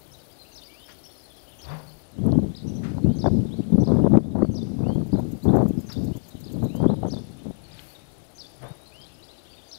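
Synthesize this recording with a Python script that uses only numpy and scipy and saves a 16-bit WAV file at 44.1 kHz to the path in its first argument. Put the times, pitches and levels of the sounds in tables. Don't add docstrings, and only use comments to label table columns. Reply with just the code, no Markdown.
import sys
import numpy as np
from scipy import signal
from scipy.fft import rfft, irfft, next_fast_len
from scipy.io import wavfile
from scipy.ndimage import uniform_filter1d

SR = 44100
rng = np.random.default_rng(int(sys.argv[2]) if len(sys.argv) > 2 else 0)


def int16_out(signal):
    q = np.round(np.clip(np.atleast_2d(signal).T, -1, 1) * 32767)
    wavfile.write(sys.argv[1], SR, q.astype(np.int16))


N = 431298
T = np.arange(N) / SR

# t/s, level/dB
PUSH_LEVEL = [(2.12, -62), (2.2, -31), (2.45, -27), (2.58, -50), (2.65, -33), (3.45, -31.5), (3.65, -38.5),
              (4.05, -20.5), (4.28, -30.5), (5.36, -34), (5.405, -56.5), (5.47, -19), (5.8, -39.5),
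              (6.27, -56.5), (6.56, -37), (7.18, -34), (7.28, -45.5), (7.6, -51.5)]
# t/s, length/s, rumble/dB, roar/dB
GUSTS = [(2.239, 0.043, -26, -41), (2.264, 0.14, -23.5, -38.5), (2.98, 0.014, -39, -37),
         (3.04, 0.08, -20, -41), (3.235, 0.026, -24, -29), (3.26, 0.028, -22, -23),
         (3.304, 0.12, -22.5, -49.5), (3.587, 0.022, -22.5, -41.5), (3.723, 0.039, -18, -40.5),
         (3.775, 0.062, -18.5, -38.5), (3.875, 0.13, -22, -28), (4.038, 0.043, -38, -25),
         (4.117, 0.072, -16.5, -23.5), (4.344, 0.11, -23, -28), (4.489, 0.015, -20, -64),
         (4.803, 0.12, -27, -38), (4.944, .075, -26, -40), (5.13, 0.031, -18, -33.5),
         (5.172, .03, -31, -31.5), (5.453, 0.077, -23, -30), (5.53, 0.092, -24, -23),
         (5.626, .043, -21.5, -31), (5.696, 0.017, -23, -56), (5.774, 0.021, -24.5, -48),
         (5.957, 0.17, -29, -47.5), (6.151, 0.033, -35, -49), (6.349, 0.013, -32.5, -59),
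         (6.536, 0.081, -33, -48), (6.621, .05, -24.5, -33), (6.749, 0.022, -31, -38),
         (6.803, 0.14, -22.5, -28.5), (7.025, 0.06, -30.5, -34), (7.13, 0.074, -50, -42.5),
         (7.45, 0.064, -35.5, -46.5)]
# t/s, peak/dB, f/Hz
BUFFETS = [(2.379, -7, 216), (3.0472, -9, 225), (3.7467, -7, 178), (4.0472, -6.5, 283), (4.1333, -7, 248),
           (4.1741, -3, 262), (4.4306, -4.5, 284), (5.1422, -10.5, 190), (6.864, -6, 289)]
# f/Hz, level/dB
RUMBLE_SPECTRUM = [(20, -54), (50, -12), (90, -0.5), (160, 2.5), (220, 2.5), (310, -5.5), (470, -17),
                   (900, -34.5)]
# f/Hz, level/dB
ROAR_SPECTRUM = [(200, -14), (330, 6.5), (460, 8.5), (700, 2.5), (1000, -7), (1500, -20), (2200, -34.5),
                 (5000, -90)]

# length/s, top/Hz, level/dB
NEAR_ARCHES = [(.034, 5560, -5), (.013, 4880, -3), (0.011, 3800, -14), (.008, 3500, -23),
               (.019, 3610, -9.5), (0.0094, 4800, -9)]
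# length/s, top/Hz, level/dB
FAR_ARCHES = [(0.035, 5150, -1), (0.01, 5100, -3.5), (0.0112, 4450, -6), (.022, 4100, -6.5),
              (0.014, 4500, -9.5)]
# t/s, level/dB
NEAR_CHIRPS = [(0.549, -44.5), (1.613, -47.5), (3.184, -44), (4.543, -43.5), (5.89, -41), (7.101, -42.5),
               (8.379, -43), (9.713, -42)]
# t/s, level/dB
FAR_CHIRPS = [(2.548, -50.5), (3.836, -52.5), (5.115, -55), (6.43, -55.5), (7.71, -52.5), (9.004, -53)]
# t/s, length/s, mid/Hz, level/dB
CHEEPS = [(.135, 0.029, 3930, -56), (.378, 0.062, 4210, -57), (.66, 0.019, 4800, -53),
          (.818, .038, 3760, -58.5), (.846, 0.037, 5400, -60), (1.032, .05, 5610, -55),
          (1.228, 0.047, 4340, -61), (1.36, 0.04, 3400, -63), (1.865, 0.039, 4420, -60),
          (4.43, 0.052, 4610, -62), (4.875, 0.04, 4550, -59.5), (6.638, 0.045, 4050, -61),
          (6.682, 0.037, 4020, -59.5), (7.36, .07, 3600, -66.5), (7.63, .04, 4400, -58),
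          (7.87, 0.052, 4500, -61.5), (7.945, 0.026, 3820, -55), (8.852, 0.039, 4330, -56.5),
          (9.37, 0.039, 4000, -64), (9.488, .08, 4650, -59), (9.56, 0.05, 3700, -59)]
# t/s, length/s, mid/Hz, level/dB
SWEEPS = [(.11, 0.035, 5730, -59), (.635, 0.034, 4900, -54.5), (.905, .03, 5800, -61),
          (3.512, 0.04, 3670, -55.5), (5.418, 0.027, 4200, -57), (5.472, 0.043, 3670, -57),
          (6.864, 0.057, 3630, -55.5), (9.222, 0.027, 4210, -56), (9.28, 0.046, 3800, -57.5)]
# t/s, length/s, f/Hz, level/dB
SQUEAKS = [(2.663, 0.049, 5900, -56), (2.745, 0.033, 5900, -56), (3.233, .045, 5500, -56.5),
           (3.796, 0.033, 5900, -55.5)]
# t/s, level/dB
WHISTLES = [(0.742, -57.5), (3.037, -65), (4.831, -58), (6.694, -58.5), (8.916, -55)]
# t/s, length/s, start/Hz, mid/Hz, end/Hz, level/dB
SLURS = [(.665, 0.11, 2150, 2320, 2360, -64), (8.625, 0.13, 3170, 3700, 3690, -62.5),
         (8.74, 0.17, 3770, 3820, 4060, -67.5), (9.07, 0.16, 2250, 2700, 3000, -73)]
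# t/s, level/dB
FLOCK_LEVEL = [(0, -64.5), (1.6, -61.5), (2.1, -69), (3.4, -65.5), (5.6, -71.5), (6.1, -62.5), (8.3, -74),
               (9.7, -60.5)]

# t/s, level/dB
BUZZ_LEVEL = [(0, -62), (1.3, -64), (2.03, -61.5), (2.045, -110)]
# f/Hz, level/dB
BUZZ_SPECTRUM = [(6000, -31), (11800, -7), (13600, -0.5), (15500, -4.5)]
# t/s, level/dB
PAIR_LEVEL = [(0, -73), (.9, -67), (2.3, -75), (6.4, -72), (7.1, -69), (8.4, -70), (8.68, -64), (9, -70),
              (9.7, -74)]
# f/Hz, level/dB
PAIR_SPECTRUM = [(7500, -21), (9000, 4), (9700, 5), (11000, 7.5), (12000, -10)]
# t/s, level/dB
CHIRR_LEVEL = [(0, -71.5), (.9, -73), (1.15, -68), (2.08, -71), (2.2, -100)]
# f/Hz, level/dB
STROKE_SPECTRUM = [(4000, -36), (6500, 2), (9000, -8.5), (11000, -4), (12700, 3.5), (14000, 4), (15500, -7)]
# t/s, level/dB
ZIP_LEVEL = [(7.7, -89), (7.82, -60), (7.92, -60), (8.01, -77)]
# f/Hz, level/dB
ZIP_SPECTRUM = [(4000, -20), (8500, -11), (11000, -6), (12600, 0), (14000, -8), (15500, -15)]

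# t/s, level/dB, rise per 8 dB/s, t60/s, spectral peak/Hz
THUDS = [(0.892, -49, 0.0065, 0.17, 1610), (1.72, -41.5, 0.041, 0.5, 700), (2.84, -46, 0.0063, 0.39, 1390),
         (5.901, -49, 0.0082, 0.22, 1340), (7.791, -56.5, 0.084, 1, 2380), (8.63, -42.5, 0.0091, 0.46, 596)]
# t/s, level/dB, half-width/s, f/Hz
BOOMS = [(1.677, -44, .05, 84.7), (1.735, -37, 0.069, 149), (1.87, -51, 0.16, 157),
         (8.64, -43.5, 0.05, 128.4), (8.715, -35.5, 0.01, 132)]
# t/s, level/dB, f/Hz
TICKS = [(2.1174, -45.5, 12500), (2.265, -40, 10800), (2.3215, -37, 4100), (7.7943, -33, 2960)]
# t/s, level/dB
BREEZE_LEVEL = [(0, -64), (1.3, -66), (2, -60), (7.7, -57), (8.2, -61), (9.1, -59.5), (9.7, -70)]
# f/Hz, level/dB
BREEZE_SPECTRUM = [(20, -8), (60, 0), (150, 2), (300, -18), (1000, -53)]
# f/Hz, level/dB
AIR_SPECTRUM = [(15, -49), (25, -14), (55, 1), (160, -8.5), (313, -0.5), (482, -5.5), (598, -2.5),
                (826, -7.5), (997, -13.5), (1240, -14), (1850, -18), (3630, -18.5), (7500, -24),
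                (10600, -23.5), (15500, -30)]


def wind(roar_db=-1, steady_roar_db=-21, lump_db=2.5, crackle_db=5.5, sputter_db=2.8, ceiling_db=-7):
    eddies = band(N, 0, 89)
    blowing = (T > PUSH_LEVEL[0][0]) & (T < PUSH_LEVEL[-1][0])
    push = level(PUSH_LEVEL) * blowing * waver(depth_db=3, rate_hz=18)
    gust_rumble, gust_roar = gusts()
    rumble = noise(RUMBLE_SPECTRUM) * amp(lump_db * eddies)
    rumble = colour(rumble, [(500, 15), (900, 13), (1500, -41), (3000, -68)])
    rumble = steadied(rumble, size=1300) * np.hypot(push, gust_rumble)
    roar = steadied(noise(ROAR_SPECTRUM) * amp(crackle_db * eddies), size=2200)
    roar *= unit(amp(sputter_db * np.tanh(2 * band(N, 0, 23))))
    roar *= amp(roar_db) * np.hypot(amp(steady_roar_db) * push, gust_roar)
    ceiling = amp(ceiling_db)
    return buffet(ceiling * np.tanh((rumble + roar) / ceiling))


def gusts(attack_s=0.0036, release_s=0.0025):
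    rumble, roar = np.zeros(N), np.zeros(N)
    t = np.arange(-SR // 10, SR // 2) / SR
    for s, length_s, rumble_db, roar_db in GUSTS:
        grip = (1 + np.tanh(t / attack_s)) * (1 + np.tanh((length_s - t) / release_s)) / 4
        add(rumble, s + t[0], amp(rumble_db) * grip)
        add(roar, s + t[0], amp(roar_db) * grip)
    return rumble, roar


def buffet(pressure):
    for s, db, hz in BUFFETS:
        span = slice(round(s * SR) - SR // 50, round(s * SR) + SR // 50)
        cycles = (T[span] - s) * hz
        blend = np.exp(-(cycles / 0.6) ** 2)
        pressure[span] += blend * (amp(db) * np.cos(2 * np.pi * cycles) - pressure[span])
    return pressure


def sparrow(arches, times, jitter, flutter_db, arch_power, base_hz=3360, foot_db=-6):
    hz, db = [], []
    for length_s, top_hz, top_db in arches:
        arch = np.sin(np.linspace(0, np.pi, int(length_s * SR))).clip(0) ** arch_power
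        hz.extend(base_hz + (top_hz - base_hz) * arch)
        db.extend(top_db + foot_db * (1 - arch))
    swell = uniform_filter1d(amp(db), size=110) * signal.windows.tukey(len(db), .06)
    return calls(uniform_filter1d(np.array(hz), size=110), swell, times, jitter, flutter_db)


def syrinx(hz, gain, jitter, octave_db=-27):
    phase = 2 * np.pi * np.cumsum(hz * (1 + jitter * band(len(hz), 0, 334))) / SR
    return np.sqrt(2) * gain * (np.sin(phase) + amp(octave_db) * np.sin(2 * phase))


def calls(hz, swell, times, jitter, flutter_db, detune=0.00526):
    out = np.zeros(N)
    for s, db in times:
        gain = swell * amp(db + flutter_db * band(len(hz), 0, 120))
        add(out, s, syrinx(hz * (1 + detune * rng.standard_normal()), gain, jitter))
    return out


def notes(rows, jitter, flutter_db):
    out = np.zeros(N)
    for s, length_s, *pitches_hz, db in rows:
        progress = np.linspace(0, 1, int(length_s * SR))
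        hz = np.polyval(np.polyfit([0, .5, 1], pitches_hz, 2), progress)
        gain = signal.windows.tukey(len(hz), .6) * amp(db + flutter_db * band(len(hz), 0, 100))
        add(out, s, syrinx(hz, gain, jitter))
    return out


def chatter():
    cheeps = [(s, length_s, .91 * hz, hz, .85 * hz, db) for s, length_s, hz, db in CHEEPS]
    sweeps = [(s, length_s, .87 * hz, hz, 1.19 * hz, db) for s, length_s, hz, db in SWEEPS]
    return notes(cheeps + sweeps, jitter=0.023, flutter_db=2.5)


def squeaks(lead_s=.036, lead_length_s=0.049, lead_hz=6230, lead_db=-59):
    out = np.zeros(N)
    leads = [(s - lead_s, lead_length_s, lead_hz, lead_db) for s, _ in NEAR_CHIRPS]
    for s, length_s, hz, db in SQUEAKS + leads:
        size = int(length_s * SR)
        add(out, s, amp(db) * band(size, hz, width_hz=300) * signal.windows.tukey(size, .7))
    return out


def whistle(length_s=0.144, start_hz=2330, target_hz=3320, glide_s=0.053, gain_db=-4):
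    t = np.arange(0, length_s, 1 / SR)
    hz = target_hz + (start_hz - target_hz) * np.exp(-t / glide_s)
    swell = amp(gain_db) * signal.windows.tukey(len(t), 0.14)
    return calls(hz, swell, WHISTLES, jitter=0.0055, flutter_db=3)


def flock(count=300, gain_db=-0.5, direct_gain=1.27):
    rows = []
    for s in np.linspace(0, T[-1], count):
        late, length, pitch, ending, faint = rng.random(5)
        pitches_hz = 2400 + 2100 * pitch, 2700 + 2500 * pitch, 2300 + 1800 * ending
        rows.append((abs(s + .05 * (late - .5)), .015 + .03 * length, *pitches_hz, -6 * faint))
    twitter = notes(rows, jitter=0.0402, flutter_db=-1)
    return amp(gain_db) * level(FLOCK_LEVEL) * unit(direct_gain * twitter + echoes(twitter))


def echoes(x, roof_db=-3, roof_t60_s=0.094, tree_t60_s=1, onset_s=0.0026):
    t = np.arange(SR) / SR
    decay = amp(-60 * t / tree_t60_s) + amp(roof_db - 60 * t / roof_t60_s)
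    decay *= 1 - np.exp(-t / onset_s)
    out = np.zeros(N)
    for offset_s in np.arange(3) / 3:
        taps = rng.standard_normal(SR) * decay
        sway = np.cos(np.pi * (T + offset_s)) / np.sqrt(3 / 2)
        out += signal.fftconvolve(x * sway, taps / np.linalg.norm(taps))[:N]
    return out


def insects(buzz_hz=63.8, pair_hz=16, chirr_hz=9720):
    turns = np.cumsum(buzz_hz * (1 + 0.0091 * band(N, 0, 2))) / SR
    buzz = level(BUZZ_LEVEL) * noise(BUZZ_SPECTRUM)
    buzz *= unit((0.51 + pulse(turns, at=0, width=.1)) * amp(1.3 * band(N, 0, 30)))
    turns = np.cumsum(pair_hz * (1 + 0.017 * band(N, 0, 2.23))) / SR
    rhythm = pulse(turns, at=0, width=0.067) + pulse(turns, at=0.278, width=0.033)
    pairs = level(PAIR_LEVEL) * noise(PAIR_SPECTRUM) * unit(rhythm)
    chirr = level(CHIRR_LEVEL) * band(N, chirr_hz, 240) * unit(0.68 + rhythm)
    return buzz + pairs + chirr + leg_strokes() + level(ZIP_LEVEL) * noise(ZIP_SPECTRUM)


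def leg_strokes(count=16, start_s=4.95, gap_s=.1242, quicken_s=.00022,
                first_db=-64, step_db=2.8, top_db=-54):
    gain = np.zeros(N)
    t = np.arange(-SR // 10, SR // 10) / SR
    stroke = np.exp(-(t / 0.0075) ** 2)
    push = amp(-14) * np.exp(-((t + 0.014) / 0.065) ** 2)
    for k in range(count):
        s = start_s + k * (gap_s - quicken_s * k)
        db = min(first_db + step_db * k, top_db)
        add(gain, s + t[0], amp(db) * (stroke + push))
    return gain * noise(STROKE_SPECTRUM)


def knocks(tick_decay_s=0.00053):
    out = np.zeros(N)
    t = np.arange(-SR // 4, SR // 2) / SR
    for s, db, rise_s, t60_s, hz in THUDS:
        spectrum = [(hz / 6, -8), (hz * .99, -3), (hz, 0), (hz * 2.22, -12),
                    (hz * 6, -27), (hz * 12, -45)]
        body = colour(rng.standard_normal(len(t)), spectrum)
        add(out, s + t[0], body * amp(db + np.minimum(8 * t / rise_s, -60 * t / t60_s)))
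    for s, db, width_s, hz in BOOMS:
        phase = 2 * np.pi * np.cumsum(hz * (1 + 0.11 * band(len(t), 0, 63))) / SR
        add(out, s + t[0], amp(db) * np.sqrt(2) * np.sin(phase) * np.exp(-2 * (t / width_s) ** 2))
    for s, db, hz in TICKS:
        add(out, s + t[0], amp(db) * band(len(t), hz, hz / 5) * np.exp(-abs(t) / tick_decay_s))
    return out


def air(wash_db=-56.5):
    breeze = waver(depth_db=4, rate_hz=3) * noise(BREEZE_SPECTRUM) * level(BREEZE_LEVEL)
    return amp(wash_db + 0.14 * band(N, 0, 6.6)) * noise(AIR_SPECTRUM) + breeze


def amp(db):
    return 10 ** (np.asarray(db) / 20)


def unit(x):
    return x / np.sqrt(np.mean(x ** 2) + 1e-20)


def level(curve):
    return amp(np.interp(T, *np.transpose(curve)))


def add(mix, s, sound):
    part = mix[max(round(s * SR), 0):][:len(sound)]
    part += sound[:len(part)]


def colour(x, spectrum):
    hz, db = np.transpose(spectrum)
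    size = next_fast_len(len(x), real=True)
    gain = amp(np.interp(np.log(np.fft.rfftfreq(size, 1 / SR) + 1), np.log(hz), db))
    return unit(irfft(rfft(x, size) * gain, size)[:len(x)])


def noise(spectrum):
    return colour(rng.standard_normal(N), spectrum)


def band(size, hz, width_hz):
    padded = next_fast_len(size + 1024, real=True)
    bell = np.exp(-.5 * ((np.fft.rfftfreq(padded, 1 / SR) - hz) / width_hz) ** 2)
    return unit(irfft(rfft(rng.standard_normal(padded)) * bell, padded))[:size]


def waver(depth_db, rate_hz):
    return amp(depth_db * np.tanh(band(N, 0, rate_hz)))


def pulse(turns, at, width):
    return np.exp(-.5 * (((turns - at + .5) % 1 - .5) / width) ** 2)


def steadied(x, size):
    return x / np.sqrt(uniform_filter1d(uniform_filter1d(x ** 2, size), size // 2) + 1e-12)


def scene(call_wet_db=-9, chatter_wet_db=-4):
    chirps = sparrow(NEAR_ARCHES, NEAR_CHIRPS, jitter=0.02, flutter_db=2.5, arch_power=.72)
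    chirps += sparrow(FAR_ARCHES, FAR_CHIRPS, jitter=0.012, flutter_db=4.5, arch_power=1.5)
    chattering = chatter() + squeaks()
    whistles = whistle() + notes(SLURS, jitter=.003, flutter_db=1.5)
    echo_send = amp(call_wet_db) * (chirps + 0.72 * whistles) + amp(chatter_wet_db) * chattering
    birds = chirps + chattering + whistles + echoes(echo_send)
    left = birds + flock() + insects() + wind() + knocks() + air()
    return np.array([2 * left, np.zeros(N)])


def record(dry, threshold_db=-1.5, recovery_db_per_s=7, cutoff_hz=15750):
    over_db = np.maximum(20 * np.log10(abs(dry).max(0) + 1e-9) - threshold_db, 0)
    recovery_db = T * recovery_db_per_s
    held_db = np.maximum.accumulate(over_db + recovery_db) - recovery_db
    duck_db = signal.lfilter(np.ones(256) / 256, 1, held_db)
    clipped = np.clip(dry / amp(duck_db), -1, 1)
    lowpass = signal.firwin(1023, cutoff_hz, window=("kaiser", 9), fs=SR)
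    return signal.oaconvolve(clipped, lowpass[None], "same")


dry = scene()
out = record(dry)
int16_out(out)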